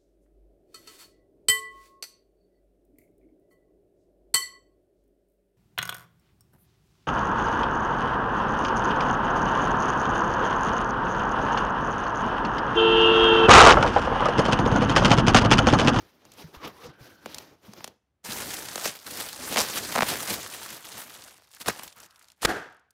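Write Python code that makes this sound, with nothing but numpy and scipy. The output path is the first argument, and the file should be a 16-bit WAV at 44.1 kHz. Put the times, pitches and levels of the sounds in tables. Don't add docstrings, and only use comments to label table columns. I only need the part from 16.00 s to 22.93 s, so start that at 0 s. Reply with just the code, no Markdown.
import sys
import numpy as np
from scipy import signal
from scipy.fft import rfft, irfft, next_fast_len
from scipy.io import wavfile
from scipy.ndimage import uniform_filter1d, minimum_filter1d

SR = 44100
rng = np.random.default_rng(int(sys.argv[2]) if len(sys.argv) > 2 else 0)


def voltage_ratio(decibels):
    exponent = np.asarray(decibels, float) / 20
    return 10 ** exponent


def log_audio(samples):
    frames = np.atleast_2d(samples).T
    limited = np.clip(frames, -1, 1)
    pcm = np.round(limited * 32767).astype(np.int16)
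    wavfile.write(sys.argv[1], SR, pcm)


N = 305598


def rms_one(x):
    return x / np.sqrt(np.mean(x ** 2) + 1e-20)


def at_hz(points, hz):
    table_hz, value = np.array(points).T
    return np.interp(np.log(hz + 1), np.log(table_hz), value)


def colour(x, spectrum, low=0, high=30000):
    size = next_fast_len(N)
    hz = np.arange(size // 2 + 1) * SR / size + 1
    edges = 1 / np.sqrt((1 + (low / hz) ** 4) * (1 + (hz / high) ** 4))
    shaped = rfft(x, size) * voltage_ratio(at_hz(spectrum, hz)) * edges
    return rms_one(irfft(shaped, size)[:N])


def drift(rate_hz):
    r = np.exp(-80 * np.pi * rate_hz / SR)
    noise = rng.standard_normal(N // 40 + 2002)
    slow = signal.lfilter([1], [1, -2 * r, r * r], noise)[2000:]
    return np.interp(np.arange(N) / 40, np.arange(len(slow)), rms_one(slow))


def grains(per_s, spread_db):
    sizes = voltage_ratio(spread_db * np.minimum(rng.exponential(1, N), 5)) * rng.choice([-1, 1], N)
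    born = rng.random(N) < per_s / SR
    return rms_one(sizes) * born * np.sqrt(SR / per_s)


def chirp(length_s, top_hz=3201.7, knee_s=0.00060193, fall=0.89353):
    t = np.arange(500) / SR
    phase = 2 * np.pi * np.cumsum(top_hz * (1 + t / knee_s) ** -fall) / SR
    soft_start = 1 - .6 * np.exp(-t / .0012)
    return np.sin(phase) * soft_start * np.exp(-(t / length_s) ** 4)


# start_s, effort_db
PILLOW_EFFORT = [(2.232, -78), (2.245, -44), (2.31, -37.5), (2.55, -40.5), (2.8, -44.5), (2.97, -55),
                 (3.05, -52.5), (3.07, -41), (3.385, -48.5), (3.4, -39.5), (3.87, -40.5), (4.4, -39.5),
                 (4.5, -46.5), (4.75, -43.5), (4.82, -51), (4.905, -50.5), (4.92, -46), (5.3, -53.5),
                 (5.37, -59.5), (5.5, -68), (5.6, -71), (5.72, -46.5), (5.87, -54), (5.95, -65),
                 (5.97, -52.5), (6.06, -56), (6.08, -66), (6.3, -65.5), (6.36, -76), (6.41, -72),
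                 (6.422, -37), (6.44, -39.5)]
# peak_s, effort_db, bending_above_effort_db, fade_20_db_s
PILLOW_SQUEEZES = [(2.857, -32.5, -3.5, 0.1195), (3.207, -37.5, -2.5, 0.1874), (3.529, -37, -7, 0.3398),
                   (3.601, -37, 3, 0.1247), (3.771, -35.5, -4, 0.23), (3.97, -38.5, 13, 0.0005),
                   (4.03, -41, 16.5, 0.0041), (4.083, -33.5, -0.5, 0.0839), (4.115, -33, -1, 0.1028),
                   (4.305, -30, -1, 0.0492), (4.338, -31.5, -4, 0.0455), (4.56, -45, -0.5, 0.2815),
                   (4.98, -44, -2.5, 0.141), (5.55, -53.5, -4.5, 0.1005), (5.613, -38, -4, 0.0251),
                   (5.685, -32, 6, 0.0322), (5.84, -45, 0, 0.0662), (6.439, -40.5, 8, 0.0301)]
# pitch_hz, level_db (per Hz)
FILM_COLOUR = [(180, -8), (300, -5), (737, -4.5), (1230, -3), (2070, -2), (6960, -6), (13800, -8),
               (16000, -11)]


def pillows():
    control = effort(PILLOW_EFFORT, PILLOW_SQUEEZES, bend_db=-2.0, thud_db=-57.5,
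                     thud_follows=1.3261, press_weight_db=-2.5, dulls=0.32)
    return handling(control, FILM_COLOUR, per_s=4000.0, busier=0.64, clump_db=0.8122,
                    patch_db=1.8, tick_share=1.0, flurry_share=.45)


# start_s, tick_peak_db, falling_chirp_db, tick_centre_hz
CRACKS = [(0.2523, -40, -47.5, 5317), (1.2594, -27, -29, 3248), (1.3454, -21, -48.5, 6128),
          (1.3835, -23, -45, 5317), (1.735, -33, -41.5, 5831), (1.8063, -39.5, -39, 2472),
          (1.8432, -20, -33.5, 5827), (1.8768, -29, -39, 5568), (2.3217, -22, -49.5, 5017),
          (2.5889, -20.5, -38, 9000), (2.686, -21, -38.5, 4016), (2.7572, -14, -29, 5458),
          (2.7784, -21, -29.5, 3185), (2.8574, -18, -24, 2952), (3.2102, -21.5, -36, 3745),
          (3.5239, -24, -30.5, 2800), (3.56, -11.5, -21, 2530), (3.6374, -22, -30, 4887),
          (3.9245, -17, -29, 4740), (3.9529, -18, -21.5, 2862), (3.9574, -17, -18, 8360),
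          (3.9605, -19, -17, 4918), (3.9764, -21, -19, 2699), (3.9827, -16.5, -18.5, 2700),
          (3.9889, -18.5, -14, 4182), (4.007, -11.5, -14.5, 2677), (4.0218, -10.5, -15.5, 2677),
          (4.0306, -12, -13.5, 2648), (4.1185, -21, -24.5, 2638), (5.66, -25.5, -36, 4500),
          (5.682, -11.5, -24, 4795), (5.6846, -9, -18.5, 9574), (5.7944, -26.5, -35, 2527),
          (5.8338, -23.5, -42.5, 11470), (6.4295, -25.5, -24.5, 2615)]
# start_s, peak_db
DRY_TICKS = [(0.3185, -36.5), (0.3367, -41), (2.5687, -21), (4.2753, -19.5), (4.4742, -27.5),
             (5.5148, -38.5), (5.878, -27.5), (5.9257, -37.5), (6.002, -30), (6.108, -42.5), (6.1591, -41),
             (6.1933, -40.5), (6.2251, -42.5), (6.2437, -43.5), (6.2844, -40), (6.3016, -41), (6.3181, -41),
             (6.6993, -54), (6.7253, -50.5), (6.7457, -54), (6.7675, -53), (6.7955, -58.5), (6.9066, -49)]
DRY_LOW_HZ, DRY_HIGH_HZ = 4500, 10010
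HOLLOW_HZ, HOLLOW_T60_S, HOLLOW_DB = 222.4, .05, -11


def snaps():
    t = np.arange(500) / SR
    out = np.zeros(N + 500)
    pushes = np.full(N, 1e-18)
    dry_hz = DRY_LOW_HZ * (DRY_HIGH_HZ / DRY_LOW_HZ) ** rng.random(len(DRY_TICKS))
    dry_cracks = [(s, db, -np.inf, hz) for (s, db), hz in zip(DRY_TICKS, dry_hz)]
    cracks = CRACKS + slip() + dry_cracks
    chance = rng.random((len(cracks), 3))
    fuzz = rng.standard_normal((len(cracks), 500))
    for (s, tick_db, chirp_db, hz), (side, length, pitch), noise in zip(cracks, chance, fuzz):
        sign = np.sign(side - .5)
        hz = min(hz, 14000)
        push = 0.49 * voltage_ratio(-.3 * (tick_db + 30)) * noise * np.exp(-t / 0.002759)
        push[0] = 1
        band = signal.butter(1, [hz / 1.9363, min(hz * 1.2441, 16000)], "band", fs=SR)
        tick = signal.lfilter(*band, push)
        sweep = chirp(0.0026162 + 0.003294 * length, top_hz=2600 + 1400 * pitch)
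        wave = voltage_ratio(tick_db - 2.0) * tick / np.abs(tick).max() + voltage_ratio(chirp_db + 1.5) * sweep
        i = round(s * SR)
        out[i:i + 500] += sign * wave
        pushes[i] = sign * voltage_ratio(chirp_db + HOLLOW_DB)
    r, w = voltage_ratio(-60 / (HOLLOW_T60_S * SR)), 2 * np.pi * HOLLOW_HZ / SR
    boom = signal.lfilter([.5, 0, -.5], [1, -2 * r * np.cos(w), r * r], pushes)
    return out[:N] + boom


SLIP_S, SLIP_GAP_S = 3.5704, .00646
SLIP_TICK_DB, SLIP_SPREAD_DB = -9, 3
SLIP_CHIRP_DB, SLIP_CHIRP_LOSS_DB = -18.5, 1.09
SLIP_LOW_HZ, SLIP_HIGH_HZ = 2602.5, 7148.3


def slip():
    cracks = []
    for k, (a, b, c) in enumerate(rng.random((8, 3))):
        start_s = SLIP_S + SLIP_GAP_S * k + 0.00092 * (a - .5)
        tick_db = SLIP_TICK_DB + SLIP_SPREAD_DB * (2 * b - 1)
        chirp_db = SLIP_CHIRP_DB - SLIP_CHIRP_LOSS_DB * k
        centre_hz = SLIP_LOW_HZ * (SLIP_HIGH_HZ / SLIP_LOW_HZ) ** c
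        cracks.append((start_s, tick_db, chirp_db, centre_hz))
    return cracks


# pitch_hz, level_db (per Hz)
BURST_COLOUR = [(15, -28.5), (25, -15), (180, -3), (427, 2.5), (560, -5.5), (734, -0.5), (1070, -10),
                (1550, -1), (2300, -15), (16000, -30)]
BURST_S, TEAR_S = 6.4485, .0075
BURST_DB, BURST_ECHO_DB = 8.0, -46.5


def burst():
    t = np.arange(N) / SR - BURST_S
    shape = np.clip(t / 0.003, 0, 1) * np.exp(-np.maximum(t - TEAR_S, 0) / 0.0016)
    film = colour(rng.standard_normal(N), FILM_COLOUR, high=6460)
    tear = film + 1.0527 * colour(rng.standard_normal(N), BURST_COLOUR)
    push = 0.17 * np.sin(2 * np.pi * 52.0 * np.maximum(t, 0)) * np.exp(-np.abs(t) / .012)
    step = colour(np.arange(N) == round(BURST_S * SR), BURST_COLOUR)
    return voltage_ratio(BURST_DB) * (shape * tear + push), voltage_ratio(BURST_ECHO_DB) * step


# start_s, effort_db
FLAP_EFFORT = [(0, -63), (.2, -71), (.33, -63), (.71, -65.5), (.76, -61.5), (.87, -57), (.93, -86),
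               (1.0, -62.5), (1.05, -56.5), (1.2, -69), (1.28, -55), (1.4, -55.5), (1.52, -65.5),
               (1.6, -76.5), (1.65, -61), (1.87, -57.5), (1.93, -74), (1.98, -88)]
# peak_s, effort_db, bending_above_effort_db, fade_20_db_s
FLAP_FOLDS = [(0.401, -47.5, 0.5, 0.0725), (.55, -53.5, 7, 0.0438), (0.651, -52.5, 14.5, 0.0742),
              (0.678, -41, 0.5, 0.0127), (0.859, -63, 15.5, 0.1037)]
# pitch_hz, level_db (per Hz)
BOARD_COLOUR = [(180, -22.5), (300, 1), (478, -8), (1080, -7), (2000, -9), (5800, -14), (8000, -26),
                (13500, -19), (16000, -22.5)]


def flaps():
    control = effort(FLAP_EFFORT, FLAP_FOLDS, bend_db=1.5, thud_db=-50.0,
                     thud_follows=0.8453, press_weight_db=-4.5, dulls=.2)
    return handling(control, BOARD_COLOUR, per_s=7700.0, busier=.05, clump_db=1.4673,
                    patch_db=2.2, tick_share=0.4141, flurry_share=.03)


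# start_s, pitch_hz, level_db
EDGE_DRAG = [(.53, 850, -69.5), (.55, 870, -48), (.585, 1220, -61.5), (0.64, 1060, -42.5),
             (0.69, 1250, -52.5), (.72, 1000, -73.5), (0.77, 950, -55), (0.83, 1200, -56.5),
             (0.9, 1520, -63), (1.129, 1540, -62), (1.26, 1520, -65.5)]
# start_s, pitch_hz, level_db
FLAP_GROAN = [(.64, 470, -62), (.67, 479.4, -44.5), (.72, 469.9, -75), (.81, 469.2, -59.5),
              (.86, 484.6, -45), (.9, 480.4, -61)]


def flap_friction():
    edge = rub(EDGE_DRAG, width_hz=111.53, overtone_db=-13.0)
    return edge + rub(FLAP_GROAN, width_hz=24.0, overtone_db=-11.0)


# start_s, level_db (before the soft onset), pitch_hz
SOFT_BUMPS = [(0.008, -43, 95.38), (0.442, -27.5, 157.6), (0.569, -35, 66.9), (0.888, -32, 139.4),
              (1.009, -33, 124), (1.683, -31, 204.6), (2.288, -25, 217)]


def bumps(t60_s=0.071, lower=0.59, lower_db=-7.5):
    t = np.arange(N) / SR
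    out = np.zeros(N)
    for s, level_db, hz in SOFT_BUMPS:
        age = np.maximum(t - s, 0)
        upper_mode = np.sin(2 * np.pi * hz * age)
        lower_mode = voltage_ratio(lower_db) * np.sin(2 * np.pi * lower * hz * age)
        onset = 1 - np.exp(-age / 0.006416)
        out += voltage_ratio(level_db - 60 * age / t60_s) * (upper_mode + lower_mode) * onset
    return out


# start_s, pitch_hz, level_db
BREATHY_BAND = [(5.94, 1300, -78.5), (5.97, 1300, -54.5), (6.06, 1297, -62), (6.3, 1254, -72.5),
                (6.34, 1301, -85.5)]


def breathy_band():
    return rub(BREATHY_BAND, width_hz=320.0, overtone_db=-14.0)


RISE_SHARE, THUD_LINGERS = 0.6865, 1.1605


def effort(steady, presses, bend_db, thud_db, thud_follows, press_weight_db, dulls):
    s, level_db = np.transpose(steady)
    t = np.arange(0, N, 32) / SR
    slide_db = np.interp(t, s, level_db)
    rustle = voltage_ratio(2 * slide_db)
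    buckle = voltage_ratio(2 * (slide_db + bend_db))
    heavy = buckle
    for peak_s, press_db, depth_db, fade_s in presses:
        rise_db = 20 * np.maximum(peak_s - t, 0) / (RISE_SHARE * fade_s)
        fall_db = 20 * np.maximum(t - peak_s, 0) / fade_s
        bent_db = press_db + depth_db - rise_db
        rustle = rustle + voltage_ratio(2 * (press_db - rise_db - fall_db))
        buckle = buckle + voltage_ratio(2 * (bent_db - fall_db))
        heavy = heavy + voltage_ratio(2 * (bent_db + press_weight_db - fall_db / THUD_LINGERS))
    levels = 10 * np.log10([rustle, buckle, heavy])
    levels[0] += dulls * np.minimum(levels[0] + 58.5, 0)
    levels[2] = thud_db + thud_follows * (levels[2] + 50)
    return [np.interp(np.arange(N) / SR, t, db) for db in levels], s[0], s[-1]


# pitch_hz, level_db (per Hz)
THUD_COLOUR = [(15, -56), (30, -34), (65, -6.5), (220, -2), (1500, 3.5), (1950, -37.5)]
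FLURRIES_PER_S, FLURRY_S = 45.0, .006


def handling(control, spectrum, per_s, busier, clump_db, patch_db, tick_share, flurry_share):
    (rustle_db, buckle_db, thud_db), start_s, end_s = control
    t = np.arange(N) / SR
    active = (t >= start_s) & (t <= end_s + .009)
    rate = np.clip(per_s * voltage_ratio(busier * (rustle_db + 43.5)), 1200, SR / 3)
    keep = np.exp(-1 / (FLURRY_S * SR))
    sudden = signal.lfilter([1], [1, -keep], np.abs(grains(FLURRIES_PER_S, 1.5)))
    clumps = voltage_ratio(clump_db * drift(30.0)) * rms_one(1 + flurry_share * rms_one(sudden))
    ticks = tick_share * grains(rate, 3.2)
    dealt = rng.integers(0, 8, N)
    fine = np.minimum(rate / per_s, 1) * rng.standard_normal(N) + 0.23 * ticks
    for k, hz in enumerate(np.geomspace(2500, 14000, 8)):
        band = signal.butter(1, [hz / 1.25, hz * 1.25], "band", fs=SR)
        fine = fine + 1.9833 * signal.lfilter(*band, ticks * (dealt == k))
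    rustle = colour(fine, spectrum, low=2916)
    wide = rng.standard_normal(N) + .5 * ticks
    for length_s in (.0015, .003, .005):
        shape = chirp(length_s)
        clicks = grains(rate * .12, 2.9006)
        chirps = np.convolve(clicks, shape / np.linalg.norm(shape))[:N]
        wide = wide + 0.4293 * tick_share * chirps
    buckle = colour(wide, spectrum, low=150, high=6460)
    thud = colour(rng.standard_normal(N), THUD_COLOUR, high=380) * voltage_ratio(2.5 * drift(14.0))
    surface = patchy(clumps * (voltage_ratio(rustle_db) * rustle + voltage_ratio(buckle_db) * buckle), patch_db)
    return active * (surface + voltage_ratio(thud_db) * thud)


def patchy(x, depth_db):
    size, out = next_fast_len(N), 0
    octave = np.log2(np.arange(size // 2 + 1) * SR / size / 300 + 1e-9)
    whole = rfft(x, size)
    for k in range(12):
        share = np.clip(1 - np.abs(2 * np.clip(octave, 0, 5.5) - k), 0, 1)
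        out = out + irfft(whole * share, size)[:N] * voltage_ratio(depth_db * drift(19.417))
    return out


def rub(rows, width_hz, overtone_db):
    s, hz, level_db = np.transpose(rows)
    t = np.arange(N) / SR
    phase = 2 * np.pi * np.cumsum(np.interp(t, s, hz)) / SR
    rough = 0
    for k in range(2):
        angle = (k + 1) * phase
        tone = drift(width_hz) * np.cos(angle) + drift(width_hz) * np.sin(angle)
        rough = rough + voltage_ratio(overtone_db * k) * tone
    return voltage_ratio(np.interp(t, s, level_db)) * rough * (t > s[0]) * (t < s[-1])


# pitch_hz, fade_s
ROOM_FADE = [(60, 0.4), (300, 0.3551), (1500, 0.55), (5000, 0.42), (14000, 0.29)]
ROOM_DB = -28.5


def room(x, first_echo_s=0.015):
    t, tail = np.arange(SR) / SR, 0
    for hz in 40 * 2. ** np.arange(9):
        band = signal.butter(2, [hz / np.sqrt(2), hz * np.sqrt(2)], "band", fs=SR, output="sos")
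        noise = signal.sosfilt(band, rng.standard_normal(SR))
        tail = tail + noise * voltage_ratio(-60 * t / at_hz(ROOM_FADE, hz))
    uneven = voltage_ratio(1.1 * drift(60.0)[:SR])
    tail = tail * np.clip(t / first_echo_s, 0, 1) ** 2 * uneven
    return signal.fftconvolve(x, tail / np.linalg.norm(tail))[:N]


# pitch_hz, level_db (per Hz)
HUSH_COLOUR = [(18, -48), (30, -33.5), (70, -2), (239, -17), (801, -24.5), (16000, -49)]


def hush():
    return voltage_ratio(-78) * colour(rng.standard_normal(N), HUSH_COLOUR)


def scene():
    near = pillows() + snaps()
    near = near + flaps() + flap_friction() + bumps() + breathy_band()
    tear, step = burst()
    echo = room(voltage_ratio(ROOM_DB) * near + step)
    return (near + tear + echo + hush())[None]


def top_cut(x):
    return signal.sosfilt(signal.butter(12, 16990, fs=SR, output="sos"), x)


LIMIT_DB, RELEASE_DB_PER_S = -7.0, 620.0
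CUTOFF_HZ = 16150


def record(dry):
    ramp = RELEASE_DB_PER_S * np.arange(N) / SR
    over_db = np.maximum(20 * np.log10(np.abs(dry[0]) + 1e-9) - LIMIT_DB, 0)
    held_db = np.maximum.accumulate(over_db + ramp) - ramp
    widest_db = -minimum_filter1d(-held_db, size=45)
    cut_db = uniform_filter1d(widest_db, size=45)
    low_pass = signal.cheby2(12, 40, CUTOFF_HZ, fs=SR, output="sos")
    mix = signal.sosfilt(low_pass, dry * voltage_ratio(-cut_db))
    return top_cut(mix)


dry = scene()
out = record(dry)
log_audio(out)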